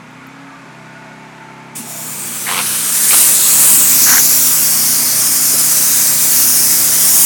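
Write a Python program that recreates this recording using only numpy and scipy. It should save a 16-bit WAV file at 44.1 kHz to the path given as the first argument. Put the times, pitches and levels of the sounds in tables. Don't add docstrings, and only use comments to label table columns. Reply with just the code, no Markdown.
import sys
import numpy as np
from scipy import signal
from scipy.fft import rfft, irfft, next_fast_len
from scipy.io import wavfile
from scipy.ndimage import uniform_filter1d, map_coordinates

SR = 44100
rng = np.random.default_rng(int(sys.argv[2]) if len(sys.argv) > 2 else 0)


def to_wav(s):
    ch = np.atleast_2d(s).T
    pcm = np.round(np.clip(ch, -1, 1) * 32767)
    wavfile.write(sys.argv[1], SR, pcm.astype(np.int16))


def gain_from_db(level_db):
    decades = np.asarray(level_db, float) / 20
    return 10 ** decades


N = 319725


def unit(x):
    return x / np.sqrt(np.mean(x ** 2) + 1e-20)


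def along(points, hz):
    f, v = np.transpose(points)
    return np.interp(np.log(hz + 1), np.log(f + 1), v)


def curves(rows, t=None):
    s, *cols = np.transpose(rows)
    times = np.arange(N) / SR if t is None else t
    return [np.interp(times, s, c) for c in cols]


def wobble(rate):
    knots = rng.standard_normal(int(N * rate / SR) + 4)
    return map_coordinates(knots, [np.arange(N) * rate / SR])


def patches(shape, size):
    field = uniform_filter1d(rng.standard_normal(shape), size=size[0], axis=0)
    return unit(uniform_filter1d(field, size=size[1], axis=1))


def shaped(colour_db, patchy_db, size, gaps=False):
    hz, t, z = signal.stft(rng.standard_normal(N + size), SR, nperseg=size)
    level_db = colour_db(hz[:, None], t) + patchy_db * patches(z.shape, size=(6, 30))
    if gaps:
        depth = np.clip(5 * (patches(z.shape, size=(2, 12)) - 1.85), 0, 1)
        level_db = level_db - 18 * depth
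    gain = gain_from_db(level_db)
    gain = gain / np.sqrt(np.mean(gain ** 2, axis=0))
    return unit(signal.istft(z * gain, SR, nperseg=size)[1][:N])


def rung(x, hz, width_hz):
    return signal.lfilter(*signal.iirpeak(hz, hz / width_hz, SR), x)


def rung_twice(x, hz, width_hz):
    return rung(rung(x, hz, width_hz), hz, width_hz)


# [t/s, state]
ENGINE_STATE = [
    (0, 0),
    (.58, 0),
    (.78, 1),
    (1.8, 1),
    (2.1, 2),
    (3.3, 2),
    (3.9, 3),
]


def by_state(values):
    return np.interp(curves(ENGINE_STATE)[0], np.arange(len(values)), values)


# [t/s, turns per s]
SHAFT_SPEED = [(0.0, 30.6), (0.08, 31.5), (0.34, 34.0), (0.44, 34.4), (0.81, 32.8), (1.35, 33.4),
               (1.84, 33.6), (2.02, 32.4), (2.12, 30.0), (2.22, 30.0), (2.44, 30.6), (2.77, 30.9),
               (3.21, 30.6), (3.39, 31.1), (4.42, 31.1), (5.4, 30.8), (5.9, 31.2), (7.25, 30.95)]
# [multiple of shaft speed, level/dB]
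RACING_ORDERS = [(1, -39), (2, -22), (3, -26), (4, 0.5), (5, -0.5), (6, -11), (7, -7), (8, 5.5), (9, -12),
                 (10, -15), (11, -25), (12, -17), (13, -15), (14, -11), (15, -24), (16, -11), (17, -10),
                 (18, -20), (19, -15), (20, -13), (21, -7)]
FREE_ORDERS = [(1, -39), (2, -20), (3, -17), (4, 3.5), (5, 2), (6, -1.5), (7, 1), (8, 1.5), (9, -9),
               (10, -4), (11, -4.5), (12, -4.5), (13, -21), (14, -24), (15, -21), (16, -14), (17, -12),
               (18, -14), (19, -17), (20, -8), (21, -5.5)]
SLOWED_ORDERS = [(1, -37), (2, -26), (3, -17), (4, -3), (5, 3), (6, -3.5), (7, 3), (8, -4.5), (9, -16),
                 (10, -7), (11, -7), (12, -10), (13, -26), (14, -7), (15, -8), (16, -8), (17, -27),
                 (18, -11), (19, -13), (20, -23), (21, -11)]
PUMPING_ORDERS = [(1, -37), (2, -30), (3, -17), (4, 0), (5, 2), (6, -10.5), (7, 0), (8, 3), (9, -28),
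                  (10, -0.5), (11, -13.5), (12, -12), (13, -15), (14, -10), (15, -20), (16, -16), (17, -28),
                  (18, -11), (19, -10), (20, -22), (21, -6)]
HUM_DB = [-39, -40.5, -34.5, -32]
CLATTER_DB = [-39.5, -39, -36, -31]
RUMBLE_DB = [-47.5, -58, -41, -39.5]
# [f/Hz, level/dB per Hz]
EXHAUST_COLOUR = [(20, -70), (40, -50), (75, -26), (110, -8), (150, -6), (260, -0.5), (380, -8), (600, -32),
                  (1500, -120)]
# [f/Hz, level/dB per Hz]
CASING_COLOUR = [(150, -46), (300, -9), (473, -14), (900, -6), (1500, -6), (1900, -8), (2400, -7),
                 (2900, -16), (5200, -23.5), (6400, -23), (8000, -26.5), (11400, -34.5), (14000, -44),
                 (17000, -58)]
# [f/Hz, width/Hz, level/dB, t/s, duration/s]
PANEL_RINGS = [(886, 24, -41, 1.57, 0.69), (897, 21, -45.5, 0.5, 0.3), (1670, 14, -45, 0.45, .14),
               (2250, 30, -48, 0.24, .08), (2190, 16, -49, 1.08, 0.17), (1434, 18, -46, 0.24, 0.2),
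               (1454, 10, -46.5, 0.87, 0.5), (1295, 19, -45, 0.39, .14), (1370, 20, -47, 1.54, .15),
               (1180, 27, -45, 0.53, .06), (654, 25, -47.5, 1.04, 0.37), (683, 61, -41.5, 1.95, 0.13)]
# [t/s, level/dB, duration/s]
FOOTFALLS = [
    (0, -48, .05),
    (.68, -41, .05),
    (1.8, -36.5, 0.048),
    (3.15, -37.5, 0.15),
    (3.8, -37.5, 0.33),
    (4.15, -47, 0.088),
]


def compressor():
    t = np.arange(N) / SR
    speed = curves(SHAFT_SPEED)[0]
    phase = 2 * np.pi * np.cumsum(speed) / SR
    multiples = np.transpose(FREE_ORDERS)[0]
    orders_db = np.transpose([RACING_ORDERS, FREE_ORDERS, SLOWED_ORDERS, PUMPING_ORDERS])[1]
    hum = np.zeros(N)
    for k, state_db in zip(multiples, orders_db):
        level = gain_from_db(by_state(state_db) + 1.95 * wobble(5))
        hum += level * np.sin(k * phase + rng.uniform(0, 2 * np.pi))
    hum_db = by_state(HUM_DB) + 0.68 * (speed - 32.94)

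    rumble = shaped(lambda hz, s: along(EXHAUST_COLOUR, hz) + 0 * s, patchy_db=1.6, size=4096)
    swell = gain_from_db(by_state(RUMBLE_DB))
    for s, db, wide in FOOTFALLS:
        swell = swell + gain_from_db(db) * np.exp(-((t - s) / wide) ** 2)

    clatter = shaped(lambda hz, s: along(CASING_COLOUR, hz) + 0 * s, patchy_db=0.93, size=2048)
    panels = np.zeros(N)
    for hz, width_hz, db, s, wide in PANEL_RINGS:
        ring = unit(rung(rng.standard_normal(N), hz, width_hz))
        panels += gain_from_db(db) * np.exp(-((t - s) / wide) ** 2) * ring
    return gain_from_db(hum_db) * unit(hum) + swell * rumble + gain_from_db(by_state(CLATTER_DB)) * clatter + panels


# [t/s, level/dB]
AIR_PUFFS = [(.28, -69), (2.1, -73), (2.7, -52), (3.16, -57), (3.43, -65), (3.67, -42), (3.94, -55),
             (4.16, -57), (4.54, -61), (5.94, -68), (6.14, -67), (6.3, -68), (6.46, -68), (6.62, -67),
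             (6.93, -71), (7.1, -66)]


def buffet():
    t = np.arange(N) / SR
    band = signal.butter(4, [44, 85], "band", fs=SR, output="sos")
    low = signal.sosfilt(band, rng.standard_normal(N))
    push = gain_from_db(by_state([-74, -74, -82, -80]))
    for s, db in AIR_PUFFS:
        push = push + gain_from_db(db - 180 * np.abs(t - s))
    return push * unit(low * gain_from_db(3.7 * wobble(12)))


# [t/s, level/dB]
CASE_TICKS = [
    (.107, -56),
    (.268, -46),
]
# [t/s, level/dB, f/Hz, width/Hz, t60/s]
BUMPS = [
    (0.661, -36, 170, 90, .12),
    (1.75, -58, 35, 30, .1),
    (1.78, -24.5, 228, 24, 0.21),
    (1.83, -34.5, 390, 80, 0.22),
    (2.62, -23, 210, 60, 0.095),
    (3.12, -35, 280, 120, .15),
    (5.527, -24, 420, 281, 0.22),
]


def knocks():
    out, t = np.zeros(N + SR), np.arange(SR // 4) / SR
    for s, db, hz, width_hz, t60 in BUMPS:
        settled = rung_twice(rng.standard_normal(SR), hz, width_hz)[-len(t):]
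        attack = np.clip(t / 0.018, 0, 1)
        out[round(s * SR):][:len(t)] += gain_from_db(db - 60 * t / t60) * attack * unit(settled)
    for s, db in CASE_TICKS:
        grit = rng.standard_normal(len(t))
        tick = unit(rung(grit, 11500, 500)) + unit(rung_twice(grit, 14800, 1400))
        out[round(s * SR):][:len(t)] += gain_from_db(db - 60 * t / .03) * tick
    return out[:N]


# [t/s, level/dB, screened by fence and wall 0-1, hump f/Hz, turned to phone/dB]
JET_PATH = [(1.75, -29, 0.96, 7600, -5), (2.04, -24.5, 0.9, 7700, 5.5), (2.42, -21.5, 1, 8200, -0.5),
            (2.64, -16, 1, 9800, -5.5), (2.82, -16, 0.9, 8460, -1.5), (3.2, -5, 1, 8900, -1),
            (3.39, -9.5, 0.8, 7700, 0), (3.71, -4.5, 1, 8440, 3.5), (3.85, -7, 0.78, 7650, 5),
            (3.99, -7.5, .1, 8200, 0), (4.11, -6.5, 0.15, 6600, 0.5), (4.36, -9, 0.08, 8100, 2.5),
            (5.09, -11.5, 0, 8900, -.5), (5.6, -10, 0.18, 7760, -1.5), (6.2, -10.5, 0.08, 8000, 2),
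            (6.38, -8.5, 0.04, 8950, 2), (6.91, -10, 0.09, 8450, 0), (7.18, -6.5, 0.13, 8600, 4.5)]
# [f/Hz, level/dB per Hz]
NOZZLE_COLOUR = [(240, -33), (500, -6), (650, -5.5), (780, -11), (1050, -5), (2100, -2), (3200, -2),
                 (4500, -0.5), (6000, 0.5), (8000, -3), (9500, -1), (11500, -1.5), (13500, -3.5),
                 (17300, -6)]
# [t/s, f/Hz, level/dB]
WALL_NOTCH = [
    (3.55, 17000, -1),
    (3.7, 15300, -4),
    (3.85, 11500, -5),
    (4.05, 8700, -5),
    (4.4, 8500, -3),
]


def jet():
    open_s = 1.75

    def burst_db(t):
        burst = 5 * np.exp(-((t - open_s) / 0.059) ** 4)
        return burst - 4 * np.exp(-((t - 1.848) / 0.029) ** 2)

    def colour_db(hz, t):
        level_db, screened, hump_hz, turn_db = curves(JET_PATH, t)

        def behind(in_view, hidden):
            return in_view + (hidden - in_view) * screened

        hump_db, valley_db = behind(2, 6.5), behind(-12, -5)
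        low_db, edge_hz = behind(-9.5, -4.5), behind(4350, 6600)
        hump_db = hump_db + 0.55 * turn_db - 0.18 * burst_db(t)
        hump = hump_db * np.exp(-(np.log((hz + 1) / hump_hz) / 0.22) ** 2)

        notch_hz, notch_db = curves(WALL_NOTCH, t)
        fade = np.clip((4.55 - t) / .2, 0, 1)
        notch = notch_db * fade * np.exp(-((hz - notch_hz) / 800) ** 2)
        top = (1.5 + turn_db) / (1 + (12500 / (hz + 1)) ** 12)

        lag_db = (1 - 0.45) * burst_db(t) + (1 - 0.74) * np.clip(level_db + 12.5, 0, None)
        foot = 1 / (1 + (hz / 2250) ** 6)
        below_edge = 1 / (1 + (hz / edge_hz) ** 12)
        valley = (valley_db + 0.17 * turn_db) * (1 - foot)
        low = (low_db * foot + valley - lag_db) * below_edge
        drift = 1.16 * patches(low.shape, size=(8, 60)) * below_edge
        return along(NOZZLE_COLOUR, hz) + hump + notch + top + low + drift

    t = np.arange(N) / SR
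    valve = np.clip((t - open_s) / .008, 0, 1)
    flutter = gain_from_db(0.26 * wobble(4.16) + 0.17 * wobble(8) + 0.5 * wobble(40))
    hiss = shaped(colour_db, patchy_db=1.5, size=512, gaps=True)
    return valve * gain_from_db(curves(JET_PATH)[0] + burst_db(t)) * flutter * hiss


# [t/s, length/s, hollow level/dB, upper resonance f/Hz, its level/dB]
FINGER_RUBS = [
    (2.452, .1, -19, 2100, -21),
    (2.527, 0.1, -17.5, 2420, -22),
    (3.099, 0.062, -16.5, 2620, -20.5),
    (4.052, 0.16, -21.5, 1820, -18),
]


def fingers():
    t, out = np.arange(N) / SR, np.zeros(N)
    since = (t - 2.4685) % .01105
    snap = gain_from_db(-60 * since / .007 + 1.8 * wobble(90))
    slips = (.4 + snap) * rng.standard_normal(N)
    slips = slips + 2.5 * snap * (since < 2 / SR)

    def resonance(hz, width_hz):
        return unit(rung_twice(slips, hz, width_hz))

    steps_hz = np.geomspace(1400, 2600, num=5)
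    step_log = np.log(steps_hz[1] / steps_hz[0])
    glide = [resonance(hz, 810) for hz in steps_hz]
    hollow, grit, palm = resonance(1136, 1040), resonance(2670, 1200), resonance(526, 190)
    for s, length, hollow_db, rest_hz, upper_db in FINGER_RUBS:
        done = np.clip((t - s) / length, 0, 1)
        grip_db = 8 * np.log2(rest_hz / 2010)
        stroke = np.clip(np.minimum(t - s, s + length - t) / 0.018, 0, 1)
        pressure_db = -12.5 * np.clip(1 - (t - s) / 0.046, 0, 1) + (-2 + grip_db) * done ** 2
        upper_hz = rest_hz * (1 - 0.17 * np.sin(np.pi * done ** 0.68))
        upper = np.zeros(N)
        for hz, ring in zip(steps_hz, glide):
            upper += np.clip(1 - np.abs(np.log(upper_hz / hz)) / step_log, 0, 1) * ring
        grit_db = -12 + (5 + grip_db) * done
        hand = hollow + gain_from_db(grit_db) * grit + gain_from_db(-14) * palm
        out += stroke * (gain_from_db(hollow_db + pressure_db) * hand + gain_from_db(upper_db) * upper)
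    return out


def scene():
    return (compressor() + buffet() + knocks() + jet() + fingers())[None]


def roll_off(x):
    return signal.sosfilt(signal.butter(12, 18470, fs=SR, output="sos"), x)


def record(dry):
    rounded = dry / (1 + np.abs(dry / 1.1) ** 5) ** (1 / 5)
    size = next_fast_len(N + SR // 4)
    edge = np.clip((17330 - np.fft.rfftfreq(size, 1 / SR)) / 90, 0, 1)
    band_limit = np.sin(edge * np.pi / 2) ** 2
    mix = irfft(rfft(rounded, size) * band_limit, size)[:, :N]
    return roll_off(mix)


dry = scene()
out = record(dry)
to_wav(out)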